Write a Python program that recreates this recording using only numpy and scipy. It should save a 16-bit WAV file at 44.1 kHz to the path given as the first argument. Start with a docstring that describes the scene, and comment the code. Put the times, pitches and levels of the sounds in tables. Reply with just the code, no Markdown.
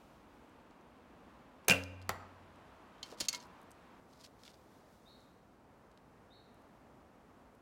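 """A pine forest, where an archer looses an arrow. The string snaps off the fingers, slams home and thrums
in free vibration; the shaft chatters past the grip and thuds into a target, exciting its damped modes.
Shafts clack and rub as he draws a new arrow from the quiver, and he nocks it at another stand.
A bird chirps twice, far traffic hums, and the trunks scatter the sharp sounds back as echoes."""
import sys
import numpy as np
from scipy import signal
from scipy.fft import rfft, irfft, next_fast_len
from scipy.io import wavfile
from scipy.ndimage import map_coordinates

SR = 44100
rng = np.random.default_rng(int(sys.argv[2]) if len(sys.argv) > 2 else 0)


def file_out(sig):
    """Save sig as 16-bit WAV at sys.argv[1]."""
    # one column per channel
    cols = np.atleast_2d(sig).T
    # limit, then scale
    lim = np.clip(cols, -1, 1)
    pcm = np.round(lim * 32767).astype(np.int16)
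    wavfile.write(sys.argv[1], SR, pcm)


N = 335601
RELEASE_S, SLAM_S, LAND_S, SECOND_STAND_S = 1.6828, 1.698, 2.0923, 4.0

# Modes of the shaft on the grip: pitch_hz, relative_db, t60_s
GRIP_MODES = [(610, -14, 0.027), (1540, -10, 0.036), (2030, -12.5, .03), (2444, -0.5, .03),
              (2714, -2, 0.047), (2840, -8, 0.022)]
# String snaps (release, slam, a last small one): start_s, ring_db, crack_db, centre_hz, rise_s, t60_s
STRING_SNAPS = [(1.6819, -26, -4, 12010, 0.0042, .012), (1.6972, -16, -14.5, 5453, 0.00063, 0.0085),
                (1.837, -55.5, -34, 5460, .0004, .006)]
# The shaft striking the grip as it passes: start_s, ring_db
SHAFT_CHATTER = [(1.7035, -26), (1.706, -19), (1.7106, -13.5), (1.716, -30.5), (1.7199, -23),
                 (1.7218, -23.5)]

def bow_contacts():
    """Impact excitation: each blow of string or shaft gives a broadband crack and rings the grip."""
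    out = np.zeros(N)
    # the swinging string taps once a swing, ever weaker
    taps = [(1.733 + .011 * (swing + .3 * rng.normal()), -28 - 2.5 * swing) for swing in range(8)]
    light_blows = [(start, ring_db, -24 - 460 * (start - SLAM_S), 7004, .0005, .023)
                   for start, ring_db in SHAFT_CHATTER + taps]  # their cracks fade by 460 dB a second
    for start, ring_db, crack_db, hz, rise, t60 in STRING_SNAPS + light_blows:
        add(out, start, amp(ring_db) * ring(GRIP_MODES, 1.5, attack_s=.0008, detune=.015))
        add(out, start, amp(crack_db) * crack(hz, t60, 3.7, 13, attack_s=rise))
    add(out, RELEASE_S, ring([(6320, -17, .023)], .9, attack_s=.002))  # the nock leaves the string
    return out


# Modes of the string and of the bow's limbs: pitch_hz, level_db, t60_s
STRING_MODES = [(92, -42, 2.2), (95, -46, .45), (6100, -39, .1), (191, -39, 0.66), (275, -40.5, 0.76),
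                (521, -39.5, 0.55), (589, -47, .6), (462, -48, .3), (1230, -45.5, 0.27), (2094, -55.5, .3),
                (2380, -55, .3), (2480, -49, 0.3), (2670, -50, .25), (2775, -40, .12)]
LIMB_MODES = [(135, -27.5, .09), (179, -21.5, .11), (240, -28.5, 0.11)]

def bow_thrum():
    """Free vibration: after the slam the string rings on, while the damped limbs only thud."""
    out = np.zeros(N)
    add(out, SLAM_S, ring(STRING_MODES, 1, attack_s=.02, waver_db=1.6))
    add(out, SLAM_S, ring(LIMB_MODES, 1, attack_s=.004, waver_db=1))
    return out


# Spectrum of the torn air: frequency_hz, relative_db
WHOOSH_SPECTRUM = [(180, -41.5), (300, -22.5), (470, -3), (1100, -14.5), (1580, -9), (1750, -13),
                   (2700, -15), (3640, -19.5), (16000, -36.5)]

def whoosh():
    """Turbulence: string and feathers tear the air into noise that decays exponentially."""
    out, t = np.zeros(N), np.arange(SR // 2) / SR
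    rush = noise(len(t), lambda hz: along(WHOOSH_SPECTRUM, hz))
    add(out, RELEASE_S, amp(-27.5 - 60 * t / .3) * rush)
    return out


# Modes of the target board: pitch_hz, relative_db, t60_s
BOARD_MODES = [(207.3, -17.5, 0.073), (420, -12.5, 0.035), (773, 2, 0.018), (1260, 6, .014),
               (1910, 11, 0.0063)]

def target_hit():
    """Impulse response: the tip's brief contact cracks brightly, then the damped board sounds dull."""
    out = np.zeros(N)
    add(out, LAND_S, amp(-14.5) * click(7300, 2.5, 11))
    add(out, LAND_S + .00066, amp(-19.5) * click(4000, 2.5, 3))  # the tip rebounds and strikes again
    add(out, LAND_S, amp(-28) * crack(8400, .0085, 1.9, 10, attack_s=.00015))
    add(out, LAND_S + .0006, amp(-25) * ring(BOARD_MODES, 1, attack_s=.00086))
    add(out, LAND_S + .001, amp(-32) * crack(1060, .085, 5.4, 9.6))  # the thud
    return out


# Modes of an arrow shaft: pitch_hz, relative_db, t60_s
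SHAFT_MODES = [(652, 0.5, 0.27), (963, 3, 0.346), (1350, -2.5, 0.06), (2186, -8, 0.12), (2724, -6, 0.054),
               (3160, -1.5, 0.07), (4170, 5, 0.03), (4420, 1, 0.07), (5220, -6, 0.052), (6160, -2, 0.043),
               (6620, 1, 0.039), (7203, 3, 0.029), (9006, -22, .016)]
# Shafts knocking together: start_s, crack_db, centre_hz, ring_over_crack_db
SHAFT_CLACKS = [(3.029, -39, 4430, -8), (3.2015, -32.5, 5900, -19), (3.2058, -27, 5690, -16),
                (3.211, -32.5, 5460, -8), (3.2843, -26.5, 6430, -8.5), (3.288, -29, 6454, -13),
                (3.3282, -33.5, 5600, -18), (3.336, -47, 1900, 2.5), (3.3467, -36, 4540, -10.5),
                (3.365, -55, 6000, -20), (3.4012, -60, 5000, -3)]

def shaft_clacks():
    """Selective excitation: a knock drives most strongly the modes near its own centre frequency."""
    out = np.zeros(N)
    for start, db, centre_hz, ring_db in SHAFT_CLACKS:
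        add(out, start, amp(db) * crack(centre_hz, .029, 6.1, 14.6, attack_s=.00082))
        driven = [(hz, level - 5 * np.log2(hz / centre_hz) ** 2, t60) for hz, level, t60 in SHAFT_MODES]
        add(out, start, amp(db + ring_db) * ring(driven, 3, attack_s=.0004, detune=.006, waver_db=2.5))
    return out


# Thuds of the target stand and the quiver: start_s, level_db, centre_hz, t60_s
SOFT_THUMPS = [(2.105, -43.5, 95, .12), (3.121, -39, 480, 0.053), (3.206, -33.5, 322, 0.041),
               (3.22, -49.5, 100, .1)]

def thumps():
    """Soft impact: a slow contact puts its energy into low frequencies."""
    out = np.zeros(N)
    for start, db, hz, t60 in SOFT_THUMPS:
        add(out, start, amp(db) * crack(hz, t60, 17, 10.4, attack_s=.0039))
    return out


# Dry ticks of nocks and feathers: start_s, level_db, centre_hz
NOCK_TICKS = [(0.7086, -65, 5000), (1.6476, -62, 6500), (2.016, -51, 4380), (2.024, -54, 4950),
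              (2.9824, -61, 3520), (3.456, -65, 10900), (3.468, -66, 12000), (3.615, -62, 13000),
              (3.63, -64, 12000), (3.707, -59, 9000), (3.715, -50, 7780), (4.134, -58, 4490),
              (4.273, -62, 5000), (4.3934, -64, 4000), (4.4345, -48.5, 4300), (4.452, -48, 4470),
              (4.464, -50, 3500), (4.4778, -45, 3500), (5.205, -64.5, 6040), (5.9145, -62, 5000),
              (5.9747, -57.5, 4200)]

def ticks():
    """Light impact: brief contacts give short treble bursts; fainter ones fall at random moments."""
    out = np.zeros(N)
    faint = [(N / SR * when, -71 + 4 * size, 6000 * 2 ** octaves)
             for when, size, octaves in rng.random((8, 3))]
    for start, db, hz in NOCK_TICKS + faint:
        add(out, start, amp(db) * crack(hz, .015, 7, 15))
    return out


# Strokes of feathers, shafts and sleeve: start_s, length_s, level_db
RUB_STROKES = [(3.038, 0.066, -63), (3.095, 0.06, -61), (3.172, 0.042, -59.5), (3.212, 0.061, -50.5),
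               (3.293, .025, -62), (3.328, 0.054, -51), (3.374, 0.089, -65), (4.08, 0.17, -74.5),
               (4.188, 0.057, -64), (4.234, 0.035, -56.5), (4.391, 0.043, -74), (4.439, 0.064, -63.5),
               (4.495, 0.025, -64.5), (4.53, 0.03, -70)]

def rubbing():
    """Sliding friction: noise in uneven grains swells and fades with each stroke."""
    out = np.zeros(N)
    swell_share = .33
    for start, length, db in RUB_STROKES:
        progress = np.linspace(0, 1, int(length * SR))
        stroke = np.minimum(progress / swell_share, (1 - progress) / (1 - swell_share)) ** .49
        add(out, start, amp(db) * stroke * noise(len(stroke), hump(4900, 6.3, 13)))
    grains = amp(3 * wobble(330))
    return out * grains


# Arm movements: start_s, rise_s, hold_s, fall_s, level_db
ARM_MOVES = [(-0.1, 0.081, .05, .6, -78), (3.5, 0.88, 0.78, .4, -78)]
# Spectrum of sliding cloth: frequency_hz, relative_db
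CLOTH_SPECTRUM = [(1500, -31), (3500, 0), (6000, -3.5), (10000, -9), (16000, -10)]

def cloth_hiss():
    """Friction noise: cloth hisses smoothly while the arms move."""
    envelope, t = np.zeros(N), np.arange(N) / SR
    for start, rise, hold, fall, db in ARM_MOVES:
        corners_s = np.cumsum([start, rise, hold, fall])
        envelope += amp(np.interp(t, corners_s, [db - 13, db, db, db - 13], left=-120, right=-120))
    return envelope * amp(1.5 * wobble(17)) * noise(N, lambda hz: along(CLOTH_SPECTRUM, hz))


# Bird calls: start_s, level_db
BIRD_CHIRPS = [(5.056, -66), (6.303, -67.5)]

def bird():
    """Frequency modulation: a pure whistle glides upward and holds its top note."""
    out = np.zeros(N)
    low_hz, high_hz, length_s, rise_share = 3640, 4386, .043, .87
    progress = np.arange(int(length_s * SR)) / (length_s * SR)
    pitch_hz = low_hz + (high_hz - low_hz) * np.minimum(progress / rise_share, 1) ** 2.07
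    envelope = np.sin(np.pi * progress) ** .24
    whistle = np.sin(2 * np.pi * np.cumsum(pitch_hz) / SR)
    for start, db in BIRD_CHIRPS:
        add(out, start, amp(db + 1.5 * progress) * envelope * whistle)
    return out


# Echo tail among the trunks: frequency_hz, unstretched_t60_s, relative_db
TRUNK_DECAY = [(200, 0.6, 0.5), (990, 0.81, 0.5), (4020, 0.78, -8), (12000, 0.35, -9)]

def trunk_echoes(sound, stretch):
    """Scattering: many reflections merge into a noise tail, each frequency dying at its own rate."""
    hz, t, spectrum = signal.stft(rng.standard_normal(SR), SR, nperseg=256)
    t60 = stretch * along(TRUNK_DECAY, hz)[:, None]
    fade_db = along(TRUNK_DECAY, hz, column=2)[:, None] - 60 * t / t60
    tail = signal.istft(spectrum * amp(fade_db), SR, nperseg=256)[1]
    delayed = np.pad(sound, (300, 0))
    return signal.fftconvolve(delayed, tail / np.linalg.norm(tail))[:N]


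# Spectrum of the forest hum at each stand: frequency_hz, relative_db
FIRST_HUM = [(19, -45.5), (32, -13), (60, -3.5), (108, -10), (248, -2), (426, -10), (485, -7.5),
             (735, -9.5), (858, -10), (1080, -12), (2120, -23), (2550, -23), (4990, -35.5), (15600, -45.5)]
SECOND_HUM = [(19, -38), (32, -15.5), (54, -4), (168, -6), (248, -2), (305, -6.5), (511, -8), (597, -7.5),
              (774, -9.5), (904, -10), (1140, -12.5), (3560, -31.5), (5260, -34.5), (15600, -43.5)]
# Strength of that hum: first_stand_db, second_stand_db
HUM_DB = [-60.5, -62]
# Swell of the far road: time_s, level_db
ROAD_SWELL = [(0, -79.5), (1.5, -68), (2.6, -65), (3.5, -63.5), (4, -65.5)]

def forest_hum():
    """Ambient noise: each stand has its own spectrum, and the far road swells only at the first."""
    t = np.arange(N) / SR
    road = amp(np.interp(t, *np.transpose(ROAD_SWELL))) * noise(N, hump(1000, 9, 10.73))
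    first = amp(HUM_DB[0]) * noise(N, lambda hz: along(FIRST_HUM, hz)) + road
    second = amp(HUM_DB[1]) * noise(N, lambda hz: along(SECOND_HUM, hz))
    drift = amp(.3 * wobble(1.2) + .5 * wobble(6))
    return np.where(t < SECOND_STAND_S, first, second) * drift


def ring(modes, scatter_db, attack_s, detune=0.0, waver_db=0.0):
    """Modal superposition: damped sines, varied at each blow, that may waver as they die."""
    t = np.arange(int(3 * SR * max(t60 for _, _, t60 in modes))) / SR
    tones = 0
    for hz, db, t60 in modes:
        knots = t * np.sqrt(hz)  # higher modes waver faster
        waver = waver_db * map_coordinates(rng.standard_normal(int(knots[-1]) + 4), [knots])
        level_db = db + rng.normal(0, scatter_db) + waver - 60 * t / t60
        pitch_hz = hz * (1 + detune * rng.normal())
        tones += amp(level_db) * np.sin(2 * np.pi * pitch_hz * t + .19 * waver)
    return tones * (1 - np.exp(-t / attack_s))


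def crack(hz, t60, below_db, above_db, attack_s=.0004):
    """Exponential decay of a noise burst centred on hz."""
    t = np.arange(SR // 8) / SR
    envelope = amp(-60 * t / t60) * (1 - np.exp(-t / attack_s))
    return envelope * noise(len(t), hump(hz, below_db, above_db))


def click(hz, below_db, above_db):
    """A filtered impulse of peak 1."""
    spectrum = amp(hump(hz, below_db, above_db)(np.fft.rfftfreq(256, 1 / SR)))
    pulse = np.roll(irfft(spectrum), 16)[:64]
    return pulse / pulse.max()


def hump(centre_hz, below_db, above_db):
    """A band-pass spectrum, falling by so many dB per octave on each side."""
    def colour_db(hz):
        octaves = np.log2((hz + 20) / centre_hz)
        return np.where(octaves < 0, below_db, -above_db) * octaves
    return colour_db


def noise(count, colour_db):
    """Spectral shaping: noise of rms 1 whose spectrum follows colour_db(hz)."""
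    size = next_fast_len(count + 512)
    gain = amp(colour_db(np.fft.rfftfreq(size, 1 / SR)))
    shaped = irfft(rfft(rng.standard_normal(size)) * gain, size)[:count]
    return shaped / np.sqrt(np.mean(shaped ** 2))


def wobble(rate):
    """A smooth random curve with rate knots a second."""
    return map_coordinates(rng.standard_normal(int(N * rate / SR) + 4), [np.arange(N) * rate / SR])


def along(points, hz, column=1):
    """Interpolation of a table column over log frequency."""
    table = np.transpose(points)
    return np.interp(np.log(hz + 1), np.log(table[0] + 1), table[column])


def amp(db):
    """Amplitude ratio of a level in dB."""
    return 10 ** (np.asarray(db) / 20)


def add(track, start_s, sound):
    """Superposition of a sound on the track from start_s on."""
    part = track[round(start_s * SR):][:len(sound)]
    part += sound[:len(part)]


def scene():
    """Direct-to-reverberant ratio: far sources carry more echo than near ones."""
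    shot = bow_contacts() + bow_thrum() + whoosh()
    hit = target_hit()
    handling = shaft_clacks() + thumps() + ticks()
    chirps = bird()
    echoes = (amp(-23.5) * trunk_echoes(shot, 1.1) + amp(-14.5) * trunk_echoes(hit, .81)
              + amp(-16) * trunk_echoes(handling, .25) + amp(6) * trunk_echoes(chirps, 1))
    return (shot + hit + handling + chirps + echoes + rubbing() + cloth_hiss() + forest_hum())[None]


def record(dry):
    """Band limiting: a low-pass with a raised-cosine edge removes the highest treble."""
    top_hz, edge_hz = 16000, 300
    size = next_fast_len(N + 4096)
    edge = np.clip((top_hz - np.fft.rfftfreq(size, 1 / SR)) / edge_hz + .5, 0, 1)
    return irfft(rfft(dry, size) * np.sin(np.pi / 2 * edge) ** 2, size)[:, :N]


dry = scene()
out = record(dry)
file_out(out)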